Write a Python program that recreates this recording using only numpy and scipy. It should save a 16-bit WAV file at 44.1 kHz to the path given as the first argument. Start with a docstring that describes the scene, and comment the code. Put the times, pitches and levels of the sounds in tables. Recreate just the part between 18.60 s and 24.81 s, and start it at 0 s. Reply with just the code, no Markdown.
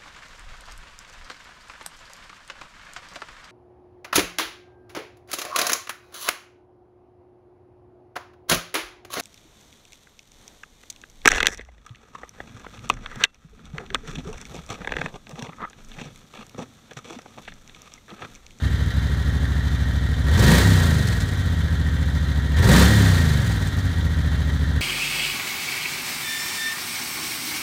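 """In a parking lot, a few metres from the microphone, a big V-twin motorcycle idles fast and is blipped twice.
Two unevenly spaced exhaust pulses a cycle ring the pipes; with the throttle open they bark, rasp and hiss,
and a growl of cycle-rate tones climbs with the speed. Coasting down, the pipes drone in falling tones.
Valve strokes ring the cases as clatter; just above idle the firings turn uneven, and sharp ticks sound.
Parked cars and shop fronts return a thin tail."""
import sys
import numpy as np
from scipy import signal
from scipy.fft import rfft, irfft, next_fast_len
from scipy.io import wavfile
from scipy.ndimage import uniform_filter1d

SR = 44100
rng = np.random.default_rng(int(sys.argv[2]) if len(sys.argv) > 2 else 0)


def digitize_waveform(pressure):
    """Quantize a signal to 16-bit integers and store it at the path in sys.argv[1].

    Rows of a 2-D input are taken as channels; values are limited to [-1, 1].
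    """
    field = np.atleast_2d(pressure).T
    bounded = np.clip(field, -1, 1)
    quanta = np.round(bounded * 32767).astype(np.int16)
    wavfile.write(sys.argv[1], SR, quanta)


N = 273861
TIME = np.arange(N) / SR
SIZE = next_fast_len(N + SR)  # room for tails to ring out
FREQ = np.arange(SIZE // 2 + 1) * SR / SIZE + 1e-6  # Hz, kept above zero


def undb(db):
    """Decibels to gain."""
    return 10 ** (np.asarray(db) / 20)


def shape(x, response):
    """Pass a sound through a frequency response."""
    return irfft(rfft(x, SIZE) * response, SIZE)[:N]


def mode(hz, width):
    """Response of one resonance, gain 1 at its centre."""
    return 1j * FREQ * width / (hz ** 2 - FREQ ** 2 + 1j * FREQ * width)


def modes(table):
    """Sum of the resonances in a table of (frequency, width, level)."""
    return sum(undb(db) * mode(hz, width) for hz, width, db in table)


def colour(points):
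    """Response through (frequency, level) points, joined on a log frequency scale."""
    hz, db = np.transpose(points)
    return undb(np.interp(np.log(FREQ), np.log(hz), db))


def low_cut(hz):
    """First-order high-pass: an open pipe end radiates little bass."""
    return 1j * FREQ / (1j * FREQ + hz)


def high_cut(hz):
    """Second-order low-pass: a valve takes time to open, so its pulse is round."""
    s = 1j * FREQ / hz
    return 1 / (1 + np.sqrt(2) * s + s ** 2)


def steady(x):
    """Hold the rms near 1 over a few cycles, keeping the beat within them."""
    size = SR // 7
    power = uniform_filter1d(uniform_filter1d(x ** 2, size), size // 2)
    return x / np.sqrt(power + 1e-12)


def clicks(times, sizes):
    """A click of the given size at each time."""
    places = np.clip(times * SR, 0, N - 1).astype(int)
    return np.bincount(places, sizes, N)


def bursts(hits, rise_s, fall_s):
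    """Envelope that swells and dies after each click."""
    s = 2j * np.pi * FREQ
    return np.abs(shape(hits, 1 / ((1 + s * rise_s) * (1 + s * fall_s))))


def grit(spread_db):
    """Noise made of tiny impacts, its level redrawn every 32 samples."""
    grain_db = spread_db * np.repeat(rng.standard_normal(N // 32 + 1), 32)[:N]
    return rng.standard_normal(N) * undb(grain_db)


def moments(crank, place):
    """Times at which the engine passes a place in its cycle."""
    cycles = np.arange(int(crank[-1] - place) + 1) + place
    return np.interp(cycles, crank, TIME)


def parking_lot(x, wet_db=-15, t60_s=1.0):
    """Parked cars and shop fronts scatter a thin tail."""
    tail = rng.standard_normal(N) * undb(-60 * TIME / t60_s) * (TIME > .015)
    tail = tail / np.linalg.norm(tail)
    return x + undb(wet_db) * shape(x, rfft(tail, SIZE) * low_cut(hz=305))


# Sharp ticks: (time [s], peak level before the trim and the colouring [dB])
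TICK_TIMES = [(2.4718, -27), (2.5244, -28.5), (2.602, -27), (2.6823, -34), (2.804, -37), (4.867, -31),
              (4.916, -29), (5.0219, -31.5), (5.074, -34), (5.1877, -32.5)]
# Colour of the escaping gas, which also tints the ticks: (frequency [Hz], level [dB])
GAS_COLOUR = [(600, -3), (1200, 1), (2400, 3), (3200, -2), (4300, 6.5), (5200, 0.5), (7000, 1), (9600, -2),
              (10400, -9.5), (11800, -4), (13500, -9.5), (15500, -6.5)]


def ticks(trim_db=-4, fall_s=0.013):
    """Bright metallic ticks while the engine slows: short bursts of gritty noise."""
    s, db = np.transpose(TICK_TIMES)
    # a click through the burst filter shrinks with fall time, so scale it back up
    envelope = bursts(clicks(s, undb(db + trim_db)), rise_s=.0005, fall_s=fall_s) * fall_s * SR
    return shape(envelope * grit(spread_db=6.5), colour(GAS_COLOUR) * low_cut(hz=2500) * high_cut(hz=8700))


# Valve gear strokes: (place in the cycle [0-1], level [dB])
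VALVE_STROKES = [(.2, -17), (.42, 2), (.55, 2.5), (0.838, 8), (0.962, 3.5)]
# Knocks in the cases as the drive takes up: (time [s], level over the levelled strokes [dB])
DRIVE_KNOCKS = [(3.968, 15), (4.028, 11)]
# Broad body of the engine: (frequency [Hz], level [dB])
ENGINE_BODY = [(250, 10), (600, 0.5), (1100, -3), (1700, 3.5), (2100, -5.5), (2600, -18), (3300, -2),
               (3900, -6), (5000, -19.5), (6500, -14.5), (8500, -26.5), (15000, -59)]
# Modes of the cases and cooling fins: (frequency [Hz], width [Hz], relative level [dB])
CASE_MODES = [(1394, 28, -7), (1567, 25, -3.5), (1689, 24, -5), (1786.5, 21, -1), (1877, 25, 3),
              (2070, 51, -17.5), (2770, 13, -13), (3102, 80, -13), (3565, 43, -9), (3893, 76, -11.5),
              (5990, 5.6, -14)]


def valve_gear(crank, clatter_db, rattle_db=-1, ring_db=-3, chain=4.0, scatter_db=4.0, fall_s=0.0097):
    """Rockers and valves strike at fixed places and ring the cases; chains and gears rattle between."""
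    strokes = 0
    for place, db in VALVE_STROKES:
        times = moments(crank, place)
        strokes = strokes + clicks(times, undb(db + scatter_db * rng.standard_normal(len(times))))
    s, db = np.transpose(DRIVE_KNOCKS)
    knocks = bursts(clicks(s, undb(db)), rise_s=0.00031, fall_s=fall_s) * fall_s * SR
    blows = steady(bursts(strokes, rise_s=0.00033, fall_s=fall_s)) + knocks
    rattle = steady(shape((chain + blows) * grit(spread_db=-0.5), colour(ENGINE_BODY) * low_cut(hz=147)))
    ring = steady(shape((1.0 + blows) * rng.standard_normal(N), modes(CASE_MODES) * low_cut(hz=890)))
    return rattle * undb(clatter_db + rattle_db) + ring * undb(clatter_db + ring_db)


RADIATES_HZ = 54  # the pipe ends radiate little below this


def tones(cycle, rate_hz, table):
    """Clean multiples of the cycle rate, at rms 1; the deepest hardly leave the pipe."""
    out = 0
    for multiple, db in table:
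        radiated = 1 / (1 + (RADIATES_HZ / (multiple * rate_hz)) ** 6)
        out = out + undb(db) * radiated * np.sin(2 * np.pi * multiple * cycle)
    return steady(out)


# Tones of the shut-throttle drone: (multiple of the cycle rate, relative level [dB])
DRONE_TONES = [(3, 0), (4, -10.5), (5, -5.5), (6, -8), (8, -12.5), (9, -17.5)]


def drone(crank, rate_hz, coasting, drone_db, lag_cycles=0.288):
    """Coasting with the throttle shut, the engine pumps the pipes in a smooth falling tone."""
    return tones(crank - lag_cycles, rate_hz, DRONE_TONES) * coasting * undb(drone_db)


# Tones of the open-throttle growl: (multiple of the cycle rate, relative level [dB])
GROWL_TONES = [(2, 6), (5, 3), (6, -3), (7, -8.5), (8, -7.5), (11, -16)]


def growl(port, rate_hz, throttle, growl_db):
    """Under load the pressure waves run together into a tone that climbs with the engine."""
    return tones(port, rate_hz, GROWL_TONES) * throttle ** 0.72 * undb(growl_db)


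# Upper modes of the mufflers: (frequency [Hz], width [Hz], relative level [dB])
MUFFLER_MODES = [(394, 38, 13.5), (466, 57, 5.5), (512, 91, 9.5), (720, 35, 4.5), (932, 30, 10),
                 (1090, 400, -6.5)]


def gas(pulses, rasp_db, crack_db, hiss_db, flow=0.2):
    """Each pulse cracks and pushes a turbulent puff through the mufflers, over a steady flow."""
    puffs = steady(bursts(pulses, rise_s=0.0028, fall_s=0.012))
    muffler = modes(MUFFLER_MODES) * low_cut(hz=269) ** 2
    rasp = steady(shape(puffs * grit(spread_db=-3.5), muffler))
    crack = steady(shape(pulses, muffler * low_cut(hz=398) * high_cut(hz=1140)))
    hiss = steady(shape((flow + puffs) * grit(spread_db=0.0), colour(GAS_COLOUR) * low_cut(hz=450) ** 2))
    return rasp * undb(rasp_db) + crack * undb(crack_db) + hiss * undb(hiss_db)


# Low modes of the exhaust: (frequency [Hz], width [Hz], relative level [dB], polarity [+1 or -1])
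PIPE_MODES = [(65.9, 12.1, 2, 1), (98.9, 12.4, -2, -1), (114.4, 5.5, -8, 1), (152.4, 24, -7.5, -1),
              (174.8, 17, -15, 1), (207, 25, -22, -1), (266.8, 15.3, -16.5, 1)]
# Modes that hot, fast gas drives: (frequency [Hz], width [Hz], relative level [dB])
BARK_MODES = [(171.7, 38, 26.5), (210, 91, -14), (270, 26, 3)]


def exhaust(pulses, boom_db, bark_db):
    """The pulses ring the pipes: low modes boom, and higher, broader modes bark."""
    pipe = sum(sign * undb(db) * mode(hz, width) for hz, width, db, sign in PIPE_MODES)
    pipe = pipe * low_cut(hz=46.5) * low_cut(hz=27) * high_cut(hz=606)
    bark = modes(BARK_MODES) * low_cut(hz=84.4) ** 2 * high_cut(hz=318) ** 2
    return steady(shape(pulses, pipe)) * undb(boom_db) + steady(shape(pulses, bark)) * undb(bark_db)


# Where the two cylinders fire: one place in the cycle [0-1] each
CYLINDER_PLACES = (.28, .64)
PORT_LEAD_S = .0023  # each pulse comes this long before its place
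SCATTER_DB, LEAN_SCATTER_DB = 1.06, 3  # scatter of the firings: always, and added when lean
# Single firings that fail or kick: (time [s], level change [dB])
ODD_FIRINGS = [(.285, -18.5), (2.855, 5), (3.056, -4.5), (5.248, 0)]


def firings(port, lean, second_db=1.8, jitter_s=0.00032):
    """Two exhaust pulses a cycle, one from each cylinder, never quite alike."""
    scatter_db = SCATTER_DB + LEAN_SCATTER_DB * lean
    pulses = 0
    for place, cylinder_db in zip(CYLINDER_PLACES, (0, second_db)):
        times = moments(port, place) - PORT_LEAD_S
        chance = rng.standard_normal((len(times), 2))  # columns: loudness, timing
        db = cylinder_db + np.interp(times, TIME, scatter_db) * chance[:, 0]
        for s, stumble_db in ODD_FIRINGS:
            db = db + stumble_db * (np.abs(times - s) < .012)
        pulses = pulses + clicks(times + jitter_s * chance[:, 1], undb(db))
    return pulses


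# The idle wanders and creeps up as the engine warms: (time [s], four-stroke cycle rate [Hz])
IDLE_SPEED = [(0, 12.509), (.85, 13.214), (1.5, 12.975), (3.3, 13.9), (3.85, 13.734), (5.6, 13.736),
              (6.21, 14)]
# Twists of the throttle: (opening time [s], climb time [s], cycle rate gained [Hz], coast-down time [s])
THROTTLE_BLIPS = [(1.641, .399, 20.179, .465), (3.92, .367, 22.645, .539)]
COAST_SHAPE = 1.543  # above 1, the fall starts gently


def engine_speed():
    """Blips spin the flywheel up an S-curve; friction slows it to idle. Returns (idle, speed) in Hz."""
    s, hz = np.transpose(IDLE_SPEED)
    idle_hz = np.interp(TIME, s, hz)
    rate_hz = idle_hz
    for opens_s, climb_s, gained_hz, coast_s in THROTTLE_BLIPS:
        climb = np.sin(np.pi / 2 * np.clip((TIME - opens_s) / climb_s, 0, 1)) ** 2
        coasted_s = np.maximum(TIME - opens_s - climb_s, 0)
        coast = np.exp(-(coasted_s / coast_s) ** COAST_SHAPE)
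        rate_hz = rate_hz + gained_hz * climb * coast
    return idle_hz, rate_hz


FULL_PULL_HZ_PER_S = 97  # speed gain that counts as full throttle
# just above idle, with the throttle shut, the engine runs lean: weaker and more uneven
LEAN_HZ, LEAN_WIDTH_HZ, LEAN_BOOM_DB = 17.33, 1.83, -2.5
# above this speed a shut throttle makes the pipes drone, and the separate thumps weaken
DRONE_FROM_HZ, DRONE_FADE_HZ, DRONE_BOOM_DB = 18.7, 4.2, -2
# Loudness of each layer, before growl and drone are gated by the throttle: (level at idle [dB],
# rise at twice idle speed [dB], power of the octaves above idle, rise at full throttle [dB])
LAYER_LEVELS = {"boom": (-21, 1.5, 0.5, 0.5), "bark": (-43, 12, 1.14, 14.5), "growl": (-17.5, 2.5, 1, 0.5),
                "drone": (-18, 0.5, 0.5, 0), "rasp": (-47.5, 7.5, 1.5, 15.5),
                "crack": (-61.5, 6.5, 1.6, 22), "hiss": (-54.5, 17, 0.85, 11),
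                "clatter": (-37.5, 7, 1.48, 8)}


def scene(lead_cycles=0.0517, throttle_bend=0.7, shut_below=.2):
    """The crank times the engine's sources; its speed and the throttle set how loud each is."""
    idle_hz, rate_hz = engine_speed()
    crank = np.cumsum(rate_hz) / SR  # cycles turned
    octaves = np.log2(rate_hz / idle_hz)
    # the harder the flywheel accelerates, the wider the throttle is open
    pull = np.clip(np.gradient(rate_hz - idle_hz) * SR / FULL_PULL_HZ_PER_S, 0, 1)
    throttle = np.abs(uniform_filter1d(pull ** throttle_bend, size=SR // 25))  # abs: no rounding below 0
    shut = np.clip(1 - throttle / shut_below, 0, 1)
    lean = shut * np.exp(-((rate_hz - LEAN_HZ) / LEAN_WIDTH_HZ) ** 2)
    coasting = shut * np.clip((rate_hz - DRONE_FROM_HZ) / DRONE_FADE_HZ, 0, 1)
    db = {layer: idle_db + speed_db * octaves ** power + open_db * throttle
          for layer, (idle_db, speed_db, power, open_db) in LAYER_LEVELS.items()}
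    # under load the gas bursts out of the ports earlier in the cycle
    port = crank + lead_cycles * pull
    pulses = firings(port, lean)
    boom_db = db["boom"] + LEAN_BOOM_DB * lean + DRONE_BOOM_DB * coasting
    engine = valve_gear(crank, db["clatter"]) + ticks()
    pipes = drone(crank, rate_hz, coasting, db["drone"]) + growl(port, rate_hz, throttle, db["growl"])
    pipes = pipes + gas(pulses, db["rasp"], db["crack"], db["hiss"])
    pipes = pipes + exhaust(pulses, boom_db, db["bark"])
    return parking_lot(engine + pipes)[None]  # one microphone, one channel


TOP_HZ = 15500


def record(dry):
    """The phone rounds the highest peaks and cuts the top."""
    rounded = np.tanh(0.85 * dry) / 0.73
    top_cut = signal.ellip(10, .2, 80, TOP_HZ, fs=SR, output="sos")
    return signal.sosfilt(top_cut, rounded)


dry = scene()
out = record(dry)
digitize_waveform(out)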